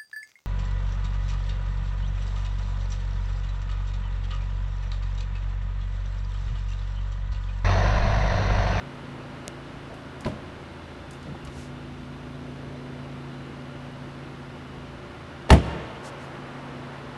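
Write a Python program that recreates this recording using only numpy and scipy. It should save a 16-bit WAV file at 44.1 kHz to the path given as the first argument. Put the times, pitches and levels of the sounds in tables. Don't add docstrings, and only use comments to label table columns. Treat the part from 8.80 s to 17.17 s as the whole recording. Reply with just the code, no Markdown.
import sys
import numpy as np
from scipy import signal
from scipy.fft import rfft, irfft, next_fast_len
from scipy.io import wavfile

SR = 44100
rng = np.random.default_rng(int(sys.argv[2]) if len(sys.argv) > 2 else 0)


def waveform_to_disk(signal):
    frames = np.transpose(np.atleast_2d(signal))
    scaled = np.clip(frames, -1, 1) * 32767
    samples = np.round(scaled).astype(np.int16)
    wavfile.write(sys.argv[1], SR, samples)


N = 369116
T = np.arange(N) / SR
DOORWAY_S, DOORWAY_WIDTH_S = 3.91, 0.58


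# frequency in Hz, relative level in dB, T60 in seconds.
NEAR_DOOR_MODES = [(72, -0.5, 0.21), (82, -11, 0.16), (102, -6.5, 0.2), (114.7, -10, 0.24),
                   (158.4, -8, .22), (208.4, -14, 0.24), (244, -10, .17), (280, -11.5, 0.16),
                   (320, -13.5, 0.15), (365, -15, 0.2), (450, -22.5, 0.25), (533, -31, .15),
                   (577, -18.5, 0.2), (648, -13.5, 0.14), (671, -16, 0.19), (800, -23, .15),
                   (871, -19, 0.13), (1260, -32, 0.22), (1870, -21, 0.093), (2910, -34, 0.13),
                   (3010, -28, 0.14), (4345, -40, .14), (4818, -32, 0.07)]
# frequency in Hz, relative level in dB, T60 in seconds.
FAR_DOOR_MODES = [(68, -11, 0.18), (89, -5, .2), (132, 1, 0.21), (217, 1, 0.13), (268, -3.5, 0.16),
                  (343, -7, 0.13), (403, -9.5, .15), (582, -4.5, 0.16), (619, -6.5, 0.23), (784, -14, 0.15),
                  (1003, -3, 0.066)]
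# frequency in Hz, relative level in dB, T60 in seconds.
SHUDDER_BANDS = [(30, -23, .2), (110, 4, 0.32), (300, 0, 0.28), (700, -2, 0.22), (1010, -9, 0.21),
                 (1650, -17, 0.3), (3180, -21.5, 0.38), (5000, -33.5, 0.44), (10500, -37, 0.2),
                 (12000, -46, .2)]

def slam(start, modes, boom_db, boom_rise_s, shudder_db, shudder_rise_s):
    out, t = np.zeros((2, N)), T[:SR]
    boom = sum(damped_sine(*mode) for mode in modes)
    shudder = decaying_noise(SHUDDER_BANDS)[:SR]
    add(out[0], start, -gain_of(boom_db) * boom * rise(t, boom_rise_s))
    add(out[1], start, gain_of(shudder_db) * shudder * rise(t, shudder_rise_s))
    return out


# frequency in Hz, width in Hz, relative level in dB.
LATCH_MODES = [(313, 89, 5), (726, 163, 4), (1370, 190, -8), (1690, 170, -2), (2100, 140, -3.5),
               (2870, 160, -10.5), (3480, 180, -9), (4330, 120, -13), (5400, 520, -21), (7360, 2400, -25),
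               (8730, 330, -23), (10000, 600, -25)]

def latch_contact(t60, tilt_db, ring_share=0.44):
    t = T[:16384]
    modes = [(hz, width, gain_of(db + tilt_db * np.log2(hz))) for hz, width, db in LATCH_MODES]
    steel = lambda f: np.sqrt(sum(g ** 2 / (1 + ((f - hz) / width) ** 4) for hz, width, g in modes))
    rattle = noise(steel, len(t)) * fade(t60)
    ring = sum((-1) ** k * g * width * np.sin(2 * np.pi * hz * t) * np.exp(-np.pi * width * t)
               for k, (hz, width, g) in enumerate(modes))
    ring *= np.linalg.norm(rattle) / np.linalg.norm(ring)
    crack = gain_of(-11.5) * noise(band(hz=2300, octaves=1), len(t)) * fade(t60=0.016)
    contact = ring_share * ring + np.sqrt(1 - ring_share ** 2) * rattle + crack
    return contact * rise(t, seconds=0.00063)


# time in seconds, gain in dB,
# tilt in dB per octave.
LOCK_STRIKES = [(1.4615, -26.5, -1.8), (6.7034, -3, 0)]
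# offset from the strike in seconds, relative level in dB,
# T60 in seconds, added tilt in dB per octave.
CLOSING_STAGES = [(-.011, -23, .14, -2), (0, 1, .028, -0.35), (.022, -16, 0.059, 2.5)]

def latches(bounces=3, bounce_s=0.0016, bounce_db=-3):
    out = np.zeros(N)
    for start, db, lock_tilt in LOCK_STRIKES:
        for offset, stage_db, t60, stage_tilt in CLOSING_STAGES:
            for k in range(bounces):
                contact = latch_contact(t60, stage_tilt + lock_tilt)
                add(out, start + offset + k * bounce_s, gain_of(db + stage_db + k * bounce_db) * contact)
    return out


# time in seconds, change of speed in Hz.
IDLE_HUNTS = [(2.65, -.14), (3.55, .21), (7.7, 0.11)]
# multiple of the crankshaft speed, base RMS level in dB.
HUM_ORDERS = [(1, -69), (4, -57.5), (6, -64.5), (7, -60), (10, -57.5), (11, -65), (12, -61.5), (13, -58),
              (15, -68.5), (18, -65), (21, -60)]
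# multiple of the crankshaft speed, base RMS level in dB,
# dB gained per dB of standing wave, dB gained per dB of bay openness.
EXHAUST_ORDERS = [(2, -55.5, 0, -1.5), (3, -52, -0.3, -1.5), (5, -44.5, 0.8, 0), (9, -47.5, 1, -0.23)]
# time in seconds, relative level in dB.
STANDING_WAVES = [(0, -0.2), (0.7, -1.4), (1.2, -5.5), (2.1, -8.5), (2.9, 1.5), (4.2, 3.5), (5.9, -0.3),
                  (6.4, -8.5), (7.2, -4.5), (7.8, 1.0), (8.37, 1.3)]
# time in seconds, relative level in dB.
BAY_OPENNESS = [(0, 1.1), (0.7, 1), (1.2, 0.45), (3.5, -2), (4.8, 0), (6.1, -0.6), (7.3, 4), (8.37, 3.5)]
# frequency in Hz, relative spectral density in dB.
RUMBLE_SPECTRUM = [(20, -18), (40, -11), (55, 0), (80, 0.5), (110, 0), (160, 2.5), (220, 1), (300, 0),
                   (360, 0.5), (420, -5.5), (600, -15), (1200, -41.5)]
FAN_SPECTRUM = [(200, -29), (450, 0), (600, 1), (720, 0), (1050, -0.5), (1400, -2.5), (1700, -5),
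                (2000, -8), (2500, -16.5), (4000, -33), (8000, -55)]
HISS_SPECTRUM = [(1000, -15.5), (2000, 0), (2500, 1.5), (2950, 1), (3400, -3), (4000, -4), (5000, -9),
                 (6000, -13), (7000, -17.5), (9000, -20), (12000, -28)]

def engine(idle_hz=27.58, hunt_s=0.3, unsteady=0.42, flutter=0.067, throb=0.04):
    speed = idle_hz + sum(hz * passing(s, hunt_s) for s, hz in IDLE_HUNTS)
    angle = 2 * np.pi * np.cumsum(speed) / SR
    harmonic = lambda k: np.sqrt(2) * np.sin(k * angle + 2 * np.pi * rng.random())
    wave_db, bay_db = along_walk(STANDING_WAVES), along_walk(BAY_OPENNESS)
    hum = sum(gain_of(db) * harmonic(k) * (1 + unsteady * waver(hz=2.6)) for k, db in HUM_ORDERS)
    hum *= gain_of(3.5 * passing(0.4, width_s=0.84))
    drone = np.zeros(N)
    for k, db, by_wave, by_bay in EXHAUST_ORDERS:
        level = gain_of(db + by_wave * wave_db + by_bay * bay_db)
        drone += level * harmonic(k) * (1 + flutter * waver(hz=4.1))
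    firing = harmonic(3)
    rumble = gain_of(-45.5 + 0.08 * wave_db) * shaped_noise(RUMBLE_SPECTRUM)
    fan = gain_of(-46.5 + bay_db) * shaped_noise(FAN_SPECTRUM)
    hiss = gain_of(-54 + 0.34 * bay_db) * shaped_noise(HISS_SPECTRUM)
    return hum + drone + (rumble + fan + hiss) * (1 + throb * firing)


# start in
# seconds, level in dB, centre in Hz.
CLICKS = [(1.141, -54, 7500), (1.4073, -45, 5970), (1.448, -33, 2440), (2.309, -44.5, 6000),
          (2.332, -51, 6000), (2.4285, -52, 5000), (2.6495, -46.5, 6500), (2.6733, -43, 2700)]
# start and length in seconds, level in dB, centre in Hz.
SOFT_BUMPS = [(1.088, 0.075, -45, 597), (1.385, 0.21, -34, 198), (2.42, 0.18, -40, 174),
              (2.447, 0.068, -44, 447), (2.53, 0.046, -43.5, 750), (2.62, .105, -38.5, 65),
              (2.652, 0.063, -48, 1000), (2.76, 0.083, -39, 60)]
# start and length in seconds, level in dB.
SLEEVE_BRUSHES = [(2.678, .25, -54.5), (7.217, .1, -48.5), (7.359, .14, -60)]

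def handling():
    out = np.zeros(N)
    tick = fade(t60=0.021) + gain_of(-14) * fade(t60=0.36)
    for start, db, hz in CLICKS:
        add(out, start, gain_of(db) * tick * noise(band(hz, octaves=0.69), len(tick)))
    for start, length, db, hz in SOFT_BUMPS:
        add(out, start, gain_of(db) * stroke(length, hz, octaves=0.41))
    for start, length, db in SLEEVE_BRUSHES:
        add(out, start, gain_of(db) * stroke(length, hz=5430, octaves=0.7))
    return out


# frequency in Hz, level in dB, T60 in seconds.
CASE_MODES = [(630, -25.5, 0.014), (3320, -22.5, 0.0013), (6570, -9.5, 0.00065)]

def case_snap(start=0.68):
    out = np.zeros(N)
    add(out, start, sum(damped_sine(*mode) for mode in CASE_MODES))
    return out


# centre in Hz, half-width in Hz, base RMS level in dB.
WHIRR_BANDS = [(350.7, 12, -57), (572, 25, -65.5), (1140, 47, -68.5), (1416, 40, -61.5), (2150, 50, -69),
               (2920, 130, -64.5), (3515, 110, -67.5)]
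# frequency in Hz, relative level in dB.
WHINE_PARTIALS = [(4005, 0.5), (5006, -12), (6012, -11)]

def auxiliaries(wander_db=1.7, bay_share=0.3):
    whirr = np.zeros(N)
    for hz, width, db in WHIRR_BANDS:
        resonance = lambda f: 1 / (1 + ((f - hz) / width) ** 2)
        whirr += gain_of(db + wander_db * waver(hz=1)) * noise(resonance)
    whine = sum(gain_of(db) * noise(band(hz, octaves=0.0011)) for hz, db in WHINE_PARTIALS)
    whine_db = -76 + 8 * passing(DOORWAY_S, DOORWAY_WIDTH_S)
    return gain_of(bay_share * along_walk(BAY_OPENNESS)) * whirr + gain_of(whine_db) * whine


def cabin():
    return gain_of(-48) * passing(DOORWAY_S, DOORWAY_WIDTH_S) * noise(band(hz=416, octaves=0.64))


# frequency in Hz, relative level in dB, T60 in seconds.
HALL_BANDS = [(40, -18, 0.55), (75, -13.5, 0.76), (150, -17.5, 0.99), (302, -11, 1.1), (700, -13.5, 1.6),
              (1800, -10, 1.4), (2920, -10.5, 2), (4950, -14.5, 1.3), (10000, -18, 0.45)]

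def hall(sound, early_s=0.012, early_db=-6, late_s=0.085):
    early = decaying_noise(HALL_BANDS)[:SR] * fade(t60=0.38, size=SR)
    late = decaying_noise(HALL_BANDS)
    response = np.zeros(2 * SR)
    add(response, early_s, gain_of(early_db) * early * rise(T[:SR], seconds=0.019))
    add(response, late_s, late * rise(T[:len(late)], seconds=0.03))
    return signal.fftconvolve(sound, response)[:N]


def gain_of(db):
    return 10 ** (np.asarray(db) / 20)


def add(mix, start, sound):
    part = mix[round(start * SR):][:len(sound)]
    part += sound[:len(part)]


def read(table, hz, column=1):
    columns = np.transpose(table)
    return np.interp(np.log(hz + 1), np.log(columns[0] + 1), columns[column])


def along_walk(table):
    return np.interp(T, *np.transpose(table))


def passing(moment, width_s):
    return np.exp(-((T - moment) / width_s) ** 2)


def rise(t, seconds):
    return 1 - np.exp(-t / seconds)


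def fade(t60, size=16384):
    return np.exp(-np.log(1000) * T[:size] / t60)


def damped_sine(hz, db, t60):
    return gain_of(db) * np.sin(2 * np.pi * hz * T[:SR]) * fade(t60, size=SR)


def band(hz, octaves):
    return lambda f: np.exp(-0.5 * (np.log2(f / hz) / octaves) ** 2)


def noise(colour, size=N):
    n = next_fast_len(size)
    hz = np.fft.rfftfreq(n, 1 / SR) + 1
    coloured = irfft(rfft(rng.standard_normal(n)) * colour(hz), n)[:size]
    return coloured / np.sqrt(np.mean(coloured ** 2) + 1e-20)


def shaped_noise(spectrum):
    return noise(lambda f: gain_of(read(spectrum, f)))


def waver(hz):
    return noise(lambda f: np.exp(-(f / (hz + 1)) ** 2))


def stroke(length_s, hz, octaves):
    swell = np.hanning(int(length_s * SR))
    return swell * noise(band(hz, octaves), len(swell))


def decaying_noise(bands, size=65536):
    hz, t, spectra = signal.stft(rng.choice([-1., 1.], size), SR, nperseg=512)
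    level, t60 = gain_of(read(bands, hz))[:, None], read(bands, hz, column=2)[:, None]
    rate = np.log(1000) / t60
    decay = np.exp(-rate * t) * np.sqrt(2 * rate / SR)
    return signal.istft(spectra * level * decay, SR, nperseg=512)[1]


def scene():
    far = slam(1.457, FAR_DOOR_MODES, boom_db=-22.5, boom_rise_s=0.0043,
               shudder_db=15.5, shudder_rise_s=0.0041)
    near = slam(6.7097, NEAR_DOOR_MODES, boom_db=2.5, boom_rise_s=0.01,
                shudder_db=32, shudder_rise_s=0.0056)
    boom, shudder = far + near
    locks, touches = latches(), handling() + case_snap()
    low_boom = signal.sosfilt(signal.butter(2, 960, fs=SR, output="sos"), boom)
    sent = gain_of(-3) * low_boom + gain_of(3.5) * shudder + gain_of(-6) * locks + gain_of(-17) * touches
    idling = engine() + auxiliaries() + cabin()
    return (boom + shudder + locks + touches + idling + hall(sent))[None]


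def record(dry, ceiling=0.86, cutoff_hz=11780):
    rounded = dry / (1 + (dry / ceiling) ** 6) ** (1 / 6)
    low_pass = signal.firwin(201, cutoff_hz, window=("kaiser", 9), fs=SR)
    return signal.oaconvolve(rounded, low_pass[None], "same")


dry = scene()
out = record(dry)
waveform_to_disk(out)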